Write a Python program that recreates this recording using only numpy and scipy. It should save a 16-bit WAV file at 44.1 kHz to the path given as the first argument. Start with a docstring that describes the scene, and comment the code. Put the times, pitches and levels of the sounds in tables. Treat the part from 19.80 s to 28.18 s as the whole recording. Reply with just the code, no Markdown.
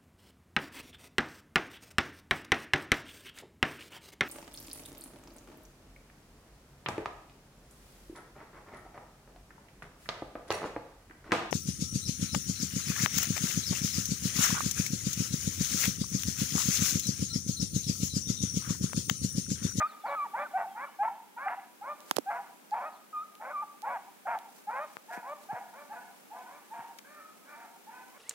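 """From a rocky ledge over a wooded valley: quiet air, already with a hound baying below and a bird slurring faintly.
Each bay is a clear yelp breaking into a hoarse, arching voice an octave lower; clear squeals and whimpers join it.
A harsher hound soon barks too. Trees and rock faces return both, from delayed noise and distinct echoes.
From about two seconds fingers rub, tick and bump on the phone: shaped noise, sharp cracks and sinking rings.
The hounds run off, fainter, while more of their sound comes back from the slopes."""
import sys
import numpy as np
from scipy import signal
from scipy.fft import rfft, irfft, next_fast_len
from scipy.io import wavfile
from scipy.ndimage import uniform_filter1d

SR = 44100
rng = np.random.default_rng(int(sys.argv[2]) if len(sys.argv) > 2 else 0)


def bounce(signal):
    """Save signal as a 16-bit WAV file at the path given by the first command-line argument."""
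    frames = np.transpose(np.atleast_2d(signal))
    limited = np.clip(frames, -1, 1)
    pcm = np.round(limited * 32767).astype(np.int16)
    wavfile.write(sys.argv[1], SR, pcm)


N = 369558
TIME = np.arange(N) / SR

# Air over the ledge. Each row: frequency in Hz, relative spectrum level in dB.
AIR_SPECTRUM = [(18, -63), (30, -42), (53, -23), (92, -30), (202, 4), (518, -3), (830, -1), (1080, -5),
                (1470, -5.5), (1910, -9.5), (2240, -7.5), (2830, -11), (4310, -15), (11300, -14),
                (15500, -14.5)]
AIR_DB = -57  # level about which the air swells

# Cries of the baying hound. Each row: start in seconds, length in seconds, yelp length in seconds, release in
# seconds, start pitch in Hz, top pitch in Hz, bend of the rise (1 straight, more = earlier), place of the top
# (0-1, used up to .95), share of pitch lost after it, yelp level in dB, hoarse level in dB, hoarseness (0-1),
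# treble in dB, bass in dB, swell after the break in dB.
BAYS = [ (-.09, .12, 0.014, 0.0042, 857, 1243, 2.1, .9, 0.027, -38, -32, 0.93, 6.5, -2, 3),
        (.236, 0.12, 0.0237, 0.0053, 713, 1147, 1, .42, 0.027, -32, -35, 0.7, -3.5, -2.5, 0.91),
        (.533, .122, 0.025, 0.032, 779, 1190, 1.9, 0.81, 0.038, -29, -33, 0.62, 2.5, 1, 4.8),
        (.95, 0.11, 0.014, 0.013, 814, 1167, 1.05, 0.83, 0.036, -40.5, -38, 0.63, 3.5, -8, 3.8),
        (1.563, .17, 0.017, 0.15, 871, 1196, 2.37, 0.78, 0.081, -39, -37, 0.6, 5, -7, 4.9),
        (2.01, 0.13, 0.02, 0.037, 749, 1219, 1.47, 0.83, 0.076, -39, -35.5, .52, -0.5, 0, 12.3),
        (2.98, .12, 0.037, .04, 1051, 1265, 1.08, 0.92, .067, -61, -38, 0.62, 5.5, 4.5, 3),
        (3.597, 0.14, 0.014, 0.029, 814.6, 1236, 1, 0.97, 0.092, -45, -40.5, 0.77, 5, 7.5, 3.5),
        (4.025, 0.13, .024, 0.077, 787.4, 1146, 1.64, 0.76, .1, -34.5, -36.5, 0.6, 1, 2, 3.5),
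        (4.869, 0.2, 0.031, 0.066, 783, 1259, 1.01, 0.83, 0.18, -31, -35, 0.63, 3, 3.5, 4.9),
        (5.426, .115, 0.0083, 0.0084, 856, 1202, 1.5, 0.92, 0.03, -41, -38, .45, -5.5, 2, 11),
        (5.928, 0.12, .015, 0.025, 854, 1173, 1.8, 0.69, 0.048, -46.5, -48, 0.55, 2.5, 5.5, 5.6),
        (6.653, .13, 0.018, 0.026, 933, 1195, 1.17, 0.91, 0.055, -46, -55, 0.64, 1, 1, 2),
        (7.244, 0.18, 0.0066, 0.027, 1013, 1214, 1.9, 0.48, 0.063, -53, -56, 0.44, 16, 7, 4.2),
        (7.653, 0.11, 0.0085, 0.026, 1022, 1179, 1.87, 0.61, 0.054, -58.5, -49.5, 0.6, 9, -2.5, 12),
        (8.338, 0.078, .01, .023, 1030, 1200, 1.9, 0.86, .1, -56, -56, 0.55, 3, -2, 3), ]
# Cries of the barking hound. Each row: the same columns, in the same units, as the bays.
BARKS = [ (.732, .11, 0.044, 0.025, 684.4, 786, 3.19, 0.71, 0.052, -25.5, -31.5, .72, 2, 0, 1.9),
         (1.187, 0.14, 0.0434, 0.12, 761.7, 904.4, 1.62, 0.74, 0.043, -24.5, -29, 0.45, -0.5, -6, 1.8),
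         (1.658, 0.095, 0.024, 0.014, 735, 988, 1.15, 0.81, .039, -26, -36.5, 0.97, 7, -3.5, 1.2),
         (2.459, .16, 0.045, 0.14, 747.4, 984, 0.84, 0.64, 0.059, -29.5, -31.5, 0.71, 8, 2.5, 5.2),
         (2.914, 0.15, 0.029, 0.12, 802, 1028, 1.36, 0.75, 0.02, -26.5, -34, 0.76, 0, 0, 2.2),
         (4.06, 0.12, 0.024, 0.0092, 740, 993, 1.65, 0.57, 0.276, -33.5, -35, .55, 5, -0.5, 3.2),
         (4.453, 0.12, 0.017, .033, 720, 958.5, 1.66, 0.5, 0.23, -34, -32.5, .78, 5, -0.5, 0.66),
         (5.282, 0.14, 0.024, .11, 824, 977, 2.7, 0.61, .05, -43.5, -37, 0.73, 11.5, 7, 5.2),
         (5.687, .11, .031, 0.023, 743, 968.6, 1.66, 0.75, 0.056, -32.5, -36, .76, 6.5, 7, 9),
         (6.095, .12, .037, 0.053, 765.5, 998, 1.6, .78, 0.047, -40, -44.5, .55, 7.5, 5, 2.4),
         (6.503, 0.14, 0.029, 0.058, 778, 1019, 1.27, 0.47, 0.038, -44, -45.5, 0.61, -3, 0.5, 2.7),
         (6.904, 0.12, 0.034, 0.018, 823, 937.4, 1.96, 0.44, 0.054, -41.5, -45, 0.73, -0.5, -7.5, 2.5),
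         (7.723, .15, 0.0524, 0.017, 831.5, 952, 1.9, 0.53, 0.145, -54, -51.5, .66, 2, 0, 3.4),
         (8.062, .2, 0.035, 0.15, 799, 1012, 1.67, 0.47, 0.014, -47, -51.5, 0.4, 1.5, -10, 3), ]
# Throat and mouth as heard through the air. Each row: frequency in Hz, gain in dB.
BAY_THROAT = [(200, -63), (470, -9.5), (570, 8.5), (850, 13), (1150, 4), (1450, 12.5), (1750, 2),
              (2020, 0.5), (2300, 3), (2500, -4.5), (2780, -16), (3800, 5.5), (5500, -32)]
BARK_THROAT = [(200, -99), (470, -14), (690, 5), (900, 6), (1200, -4), (1600, -1), (1980, -7.5), (2250, -8),
               (2750, -17), (3800, -9), (5500, -52)]
# Clear squeals of the baying hound. Each row: start in seconds, length in seconds, lowest pitch in Hz,
# place of the lowest pitch (0-1), level in dB.
SQUEALS = [(.003, 0.07, 1203, 0.39, -27), (0.342, .11, 1154, 0.84, -31.5), (3.328, .11, 1209, 0.44, -34.5),
           (3.729, .11, 1167, .5, -33.5), (7.345, .165, 1265, 0.7, -55)]
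# Falling whimpers of the baying hound. Each row: start in seconds, length in seconds, top pitch in Hz, level in dB.
WHIMPERS = [(0.445, 0.028, 962, -37.5), (0.646, 0.028, 1550, -41), (.835, 0.03, 890, -37.5),
            (1.053, 0.047, 1450, -48), (1.272, 0.023, 966, -31.5), (3.704, 0.024, 1520, -41.5),
            (3.821, 0.022, 880, -37.5), (4.554, 0.029, 890, -36)]
# The hounds' way off. Each row: time in seconds, sound sent to the slopes in dB,
# gain of the middle of the voice, around 1080 Hz, in dB.
TRAIL = [(0, -6.5, -2), (2.5, -1, 8.5), (5, -6, 3.5), (6.2, 6.5, 0.5), (7.2, 7.5, -0.5), (8.38, 10, -5.5)]

# Each hound's folds: pitch of the second tone with the jaw open in Hz, its strength, how hard it chops the flow,
# strength of the half lines, overtones gained by pressing, overtones of a clear note in dB.
BAY_VOICE = dict(second_hz=833.6, second=.3, coupling=.42, split=.52, press=.46, overtone_db=-17)
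BARK_VOICE = dict(second_hz=701, second=0.69, coupling=0.88, split=0.65, press=0.16, overtone_db=-11.5)
BAY_YELP_HOARSE, BARK_YELP_HOARSE = 0.16, 0.055
SPLIT_HOARSE = 0.59  # hoarseness at which the strong-weak cycles are fully formed
RASP, JITTER = .48, .04  # breath noise and pitch jitter added at full hoarseness (shares)
UNEVEN_DB, SHAKE_DB = 3.3, 1.3  # flicker of overtones and second tone; flicker of the whole voice
SECOND_SAG = 0.1018  # share by which the second tone stands higher with the jaw shut
JAW_SHUT, JAW_WIDE = 0.017, 0.007  # shares by which the resonances sink and rise
SHUT_TREBLE_DB = -3  # nearly closed lips dull the voice
GROWL_HZ, GROWL = 189.74, .65  # mean rate and full depth at which slack throat flesh flutters the hoarse voice
BREAK_S, BREAK_CHAOS, SETTLE_S = 0.012, 0.33, 0.036  # time of the break, extra hoarseness then, its decay time
RECOVER_S = 0.038  # time in which the voice swells again after the break
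SQUEAL_BEND = 0.0758  # share by which pitch stands higher half a length away from the trough
SQUEAL_HOARSE, SQUEAL_TAPER, SQUEAL_TREBLE_DB = 0.0027, 0.57, -2  # taper is the power of the level arch
WHIMPER_TOP_S, WHIMPER_OCTAVE_S = 0.0081, 0.034  # time to the top, time from there to an octave lower
WHIMPER_HOARSE = 0.19
# Breath in the throat. Each row: frequency in Hz, relative level in dB.
BREATH_SPECTRUM = [(1000, 6), (2500, -9.0), (8000, -77)]

# Distinct returns from rock faces. Each row: delay in seconds, level against the tree tail in dB.
ECHOES = [(0.115, -9), (0.162, -15.5)]
ECHO_SPREAD_S = .007
# How the valley colours what it returns. Each row: frequency in Hz, gain in dB.
VALLEY_SPECTRUM = [(500, -13.5), (900, -8.5), (1600, -10.0), (2400, -6.5), (5000, 13)]
# Hounds and echoes at the two microphones. Each row: frequency in Hz, lead of the left in radians.
MICROPHONE_PHASE = [(500, 0.0091), (850, -0.22), (1200, -0.65), (1700, -1.25), (2600, -0.87)]

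# Bird slurs. Each row: start in seconds, length in seconds, start pitch in Hz, end pitch in Hz, level in dB.
SLURS = [(0.071, 0.073, 4760, 3260, -57.5), (0.203, 0.057, 3650, 3300, -64),
         (.257, 0.083, 4860, 3030, -57.5), (0.884, 0.084, 3380, 3040, -65), (1.065, 0.088, 2900, 3080, -64),
         (2.886, 0.065, 5800, 3280, -65), (3.119, .087, 4780, 3000, -66), (6.856, 0.07, 9400, 8200, -76)]

# Skin rubbing on the case as the grip shifts. Each row: time in seconds, level in dB about which the rub flickers.
GRIP = [(2.1, -80), (2.3, -53), (2.43, -66), (2.56, -65), (2.9, -72), (4.4, -73), (4.71, -64), (4.77, -57),
        (4.87, -67), (5.1, -61), (5.26, -65), (5.35, -53.5), (5.43, -66), (5.56, -66), (5.63, -58.5),
        (5.72, -65)]
# Colour of the rub. Each row: frequency in Hz, relative level in dB.
RUB_SPECTRUM = [(100, -23), (500, 3), (3000, -11), (6500, -9.0), (15000, -13)]
# Finger ticks on the case. 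Each row: start in seconds, peak in dB before panning and the bass cut,
# ring in milliseconds, left minus right in dB.
TICKS = [(2.205, -34, 0.75, -13), (2.3116, -5.5, 0.59, -5.5), (2.363, -27, 1.3, -23),
         (2.367, -14, 0.67, -22), (2.386, -25, 0.76, -25), (2.91, -39, .6, -16), (3.553, -32, 0.51, 2),
         (4.02, -29.5, 0.67, -11), (4.589, -35, 0.41, -20), (5.169, -39, .61, 12), (7.187, -27, 2.8, 7.5)]
# Colour of a tick. Each row: frequency in Hz, gain in dB.
TICK_SPECTRUM = [(300, -18), (1600, -2), (3200, 4), (9000, -1), (15000, -7)]
# Bumps of the hand. Each row: start in seconds, level in dB before panning and the bass cut,
# starting ring in Hz, decay in milliseconds, left minus right in dB.
BUMPS = [(2.312, -21, 1435, 1.05, -25.5), (2.3149, -32, 446, 0.69, 26), (2.3684, -16.5, 1070, 0.28, -19),
         (2.3839, -23.5, 924, 4, -25), (5.169, -28.5, 1630, 0.32, 23), (5.375, -41.5, 560, 4.2, 21),
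         (5.729, -40.5, 348, 8, -20), (6.99, -53.5, 420, 10, 19), (7.191, -38.5, 2770, 1.6, 8)]
CASE_LAG_S = .0003  # a touch reaches the farther microphone this much later
TOP_HZ = 15700  # upper limit of the phone


def undb(db):
    """Decibels to gain."""
    return 10 ** (np.asarray(db) / 20)


def unit(x):
    """Scale to an rms of 1."""
    return x / np.sqrt(np.mean(x ** 2))


def colour(x, points):
    """Filter by a spectrum of (Hz, dB) points, joined along log frequency."""
    hz, db = np.transpose(points)
    n = x.shape[-1]
    size = next_fast_len(n + 1024)
    bins = np.maximum(np.fft.rfftfreq(size, 1 / SR), 1)
    gain = undb(np.interp(np.log(bins), np.log(hz), db))
    return irfft(rfft(x, size) * gain, size)[..., :n]


def wander(n, rate):
    """Smooth chance with a spread near 1 that changes about rate times a second."""
    return signal.resample(rng.standard_normal(int(n / SR * rate) + 2), n)


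def ease(x):
    """A quarter sine from 0 to 1 that then holds."""
    return np.sin(np.pi / 2 * np.clip(x, 0, 1))


def tone(hz):
    """A sine that follows a moving pitch."""
    return np.sin(2 * np.pi * np.cumsum(hz) / SR)


def add(out, sound, start, pan_db=0, lag_s=0):
    """Mix a sound into both channels at a time; the weaker side may get it later."""
    for channel, db in enumerate((pan_db / 2, -pan_db / 2)):
        i = int((start + lag_s * (db < 0)) * SR)
        skip, stop = max(-i, 0), min(len(sound), N - i)
        out[channel, i + skip:i + stop] += undb(db) * sound[skip:stop]


def air(swell_db=0.67):
    """Far wind in the valley: broad noise, separate at each microphone, that swells slowly."""
    wind = unit(colour(rng.standard_normal((2, N)), AIR_SPECTRUM))
    return wind * undb(AIR_DB + swell_db * wander(N, 1.1))


def hounds():
    """Both dogs, down the slope; the barker is the harsher one."""
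    out = np.zeros((2, N))
    bays = [cry(row, BAY_YELP_HOARSE) for row in BAYS]
    whines = [squeal(*row) for row in SQUEALS] + [whimper(*row) for row in WHIMPERS]
    barks = [cry(row, BARK_YELP_HOARSE) for row in BARKS]
    for calls, throat, folds in ((bays + whines, BAY_THROAT, BAY_VOICE), (barks, BARK_THROAT, BARK_VOICE)):
        for t, *controls in calls:
            add(out, voice(t, *controls, throat, **folds), t[0])
    return out


def cry(row, yelp_hoarse):
    """Controls of a cry: a yelp swells and breaks, then the hoarse voice arches in pitch and lets go."""
    (start, length, yelp_s, release_s, from_hz, top_hz, bend, top_at, sag,
     yelp_db, body_db, hoarseness, treble_db, bass_db, swell_db) = row
    t = np.arange(0, length, 1 / SR)
    top_at = min(top_at, .95)
    past_top = np.maximum(t / length - top_at, 0) / (1 - top_at)
    before_top = np.maximum(1 - t / length / top_at, 0)
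    rise_hz = top_hz - (top_hz - from_hz) * before_top ** bend
    hz = rise_hz * (1 - sag * past_top ** 2)
    broken = ease((t - yelp_s) / BREAK_S + .5) ** 2
    since = np.maximum(t - yelp_s, 0)
    yelp = undb(yelp_db) * ease(t / yelp_s)
    body = undb(body_db - swell_db * np.exp(-since / RECOVER_S))
    release = ease((length - t) / release_s)
    gain = ((1 - broken) * yelp + broken * body) * release
    body_hoarse = hoarseness + BREAK_CHAOS * np.exp(-since / SETTLE_S)
    hoarse = (1 - broken) * yelp_hoarse + broken * body_hoarse
    return start + t, hz, gain, hoarse, treble_db, bass_db


def voice(t, hz, gain, hoarse, treble_db, bass_db, throat,
          second_hz, second, coupling, split, press, overtone_db):
    """With hoarseness, clear folds fall into strong-weak cycles and a second tone sounds against them."""
    n = len(t)
    hoarse = np.clip(hoarse, 0, 1)
    chaos = hoarse ** 3
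    opening = np.sin(np.linspace(0, np.pi, n))  # the jaw opens and closes
    drift = (.004 + .011 * hoarse) * wander(n, 90) + JITTER * chaos * wander(n, 600)
    phase = 2 * np.pi * np.cumsum(hz * (1 + drift)) / SR

    # a clear yelp is nearly a sine; pressing adds overtones, and weak alternate cycles add the half lines
    folds = np.sin(phase)
    for k in (.5, 1.5, 2, 2.5, 3, 3.5, 4):
        if k % 1:
            size = split * ease(hoarse / SPLIT_HOARSE) ** 2
        else:
            size = undb(overtone_db) + press * hoarse
        flicker = undb(UNEVEN_DB * hoarse * wander(n, 50))
        line = np.sin(k * phase + rng.uniform(0, 2 * np.pi))
        folds = folds + size / max(k - 1, 1) * flicker * line

    # loose tissue rings at its own pitch and chops the flow, which adds sum and difference tones
    own_drift = .04 * wander(n, 35) + .07 * hoarse * wander(n, 500)
    own_hz = second_hz * (1 + SECOND_SAG * (1 - opening) + own_drift)
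    flap = hoarse ** 2 * undb(UNEVEN_DB * wander(n, 40)) * tone(own_hz)
    folds = folds * (1 + 2 * coupling * flap) + 2 * second * flap
    flutter = tone(GROWL_HZ * (1 + .25 * wander(n, 200)))
    folds = folds * (1 + GROWL * hoarse ** 2 * flutter)

    # the hiss of breath is strongest once in every two cycles of the folds
    turbulence = unit(colour(rng.standard_normal(n), BREATH_SPECTRUM))
    folds += (0.017 + RASP * chaos) * turbulence * (1 + 2 * np.sin(phase / 2))

    # the resonances rise as the jaw opens and sink as it closes
    shut = colour(folds, np.array(throat) * [1 - JAW_SHUT, 1])
    shut = colour(shut, [(1000, 0), (2400, SHUT_TREBLE_DB)])
    wide = colour(folds, np.array(throat) * [1 + JAW_WIDE, 1])
    mouth = shut + opening * (wide - shut)

    # the path over the ground lifts or lowers the middle of the voice along the trail; the air takes the top
    middle_db = np.interp(t[0], *np.transpose(TRAIL)[::2])
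    path = [(620, middle_db / 4 + bass_db), (850, middle_db / 2), (1080, middle_db), (1500, treble_db),
            (2750, treble_db / 2 + 2), (3200, -9), (3800, -21)]
    sound = colour(mouth, path)
    level = np.sqrt(uniform_filter1d(sound ** 2, size=500) + 1e-9)
    shake = undb(SHAKE_DB * hoarse * wander(n, 110))
    return gain * shake * sound / level


def squeal(start, length, low_hz, low_at, db):
    """A clear note that slides into a shallow trough, near which it is loudest, and flicks up again."""
    u = np.linspace(0, 1, int(length * SR))
    hz = low_hz * (1 + SQUEAL_BEND * (2 * (u - low_at)) ** 2)
    swell = ease(np.interp(u, [0, np.clip(low_at, .1, .9), 1], [0, 1, 0]))
    gain = undb(db) * swell ** SQUEAL_TAPER
    return start + u * length, hz, gain, SQUEAL_HOARSE, SQUEAL_TREBLE_DB, 0


def ports(x):
    """The two microphones pick up the same wave a little out of step, each turned by half the phase."""
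    hz, radians = np.transpose(MICROPHONE_PHASE)
    size = next_fast_len(N + 1024)
    bins = np.maximum(np.fft.rfftfreq(size, 1 / SR), 1)
    turn = np.interp(np.log(bins), np.log(hz), radians)
    sides = np.array([[1], [-1]])
    return irfft(rfft(x, size) * np.exp(.5j * turn * sides), size)[:, :N]


def valley(x, t60=0.51, build_s=0.015, side=0.05):
    """Trees scatter a long tail that takes a moment to build; rock faces return distinct echoes."""
    t = TIME[:int(1.5 * SR)]
    power = np.exp(-2 * np.log(1000) * t / t60) * (1 - np.exp(-t / build_s))
    power /= power.sum()
    for delay, db in ECHOES:
        blur = np.exp(-((t - delay) / ECHO_SPREAD_S) ** 2)
        power += undb(db) ** 2 * blur / blur.sum()
    middle, wide = rng.standard_normal((2, len(t))) * np.sqrt(power)
    stereo = middle + side * np.array([[1], [-1]]) * wide
    response = colour(stereo, VALLEY_SPECTRUM)
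    sent = x * undb(np.interp(TIME, *np.transpose(TRAIL)[:2]))
    return signal.fftconvolve(sent[None], response, axes=1)[:, :N]


def bird():
    """Thin, slightly unsteady whistles, most of them sliding down in pitch."""
    out = np.zeros((2, N))
    for start, length, from_hz, to_hz, db in SLURS:
        u = np.linspace(0, 1, int(length * SR))
        hz = from_hz * (to_hz / from_hz) ** u + 40 * wander(len(u), 700)
        swell = np.sqrt(abs(np.sin(np.pi * u))) * (1 - u / 2)
        add(out, undb(db) * swell * tone(hz), start)
    return out


def whimper(start, length, top_hz, db):
    """The folds clear and slacken as the push ends, so the note tips over and drops ever faster."""
    t = np.arange(0, length, 1 / SR)
    gain = undb(db) * np.sqrt(abs(np.sin(np.pi * t / length)))
    hz = top_hz * 2 ** -(((t - WHIMPER_TOP_S) / WHIMPER_OCTAVE_S) ** 2)
    return start + t, hz, gain, WHIMPER_HOARSE, 0, 0


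def grip_rub():
    """Skin slides on the case: soft noise with a quick uneven flicker."""
    rub = unit(colour(rng.standard_normal((2, N)), RUB_SPECTRUM))
    return rub * undb(np.interp(TIME, *np.transpose(GRIP)) + 2.4 * wander(N, 120))


def handling():
    """Touches on the case reach the microphones with their lowest bass cut."""
    cut = signal.butter(4, 140, "high", fs=SR, output="sos")
    return signal.sosfilt(cut, finger_ticks() + hand_bumps())


def finger_ticks():
    """One sharp contact, then a brief noisy rattle of the case, mostly near one microphone."""
    out, t = np.zeros((2, N)), TIME[:4096]
    lead = 32  # samples of room for the filter's ring ahead of the contact
    for start, db, ring_ms, pan_db in TICKS:
        decay = np.exp(-t * 1000 / ring_ms) + undb(-14.5) * np.exp(-t / 0.0048)
        crack = 0.22 * rng.standard_normal(len(t)) * decay
        crack[0] = 2
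        crack = colour(np.pad(crack, (lead, 0)), TICK_SPECTRUM)
        add(out, undb(db) * crack / abs(crack).max(), start - lead / SR, pan_db, CASE_LAG_S)
    return out


def hand_bumps():
    """The high part of a knock dies first, so its ring sinks to that of the whole case."""
    out, t = np.zeros((2, N)), TIME[:4096]
    for start, db, hz, decay_ms, pan_db in BUMPS:
        sink = .3 + .7 * np.exp(-t / .0016)
        decay = np.exp(-t * 1000 / decay_ms)
        add(out, undb(db) * decay * tone(hz * sink), start, pan_db, CASE_LAG_S)
    return out


def scene():
    """Air on the ledge, dogs and bird with their echoes, and the hand on the phone."""
    dogs, slurs = hounds(), bird()
    echoes = valley(dogs[0] + undb(-9) * slurs[0])
    return air() + ports(dogs + echoes) + slurs + grip_rub() + handling()


def record(dry):
    """The phone cuts the top with a steep low-pass."""
    return signal.sosfilt(signal.ellip(8, .2, 70, TOP_HZ, fs=SR, output="sos"), dry)


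dry = scene()
out = record(dry)
bounce(out)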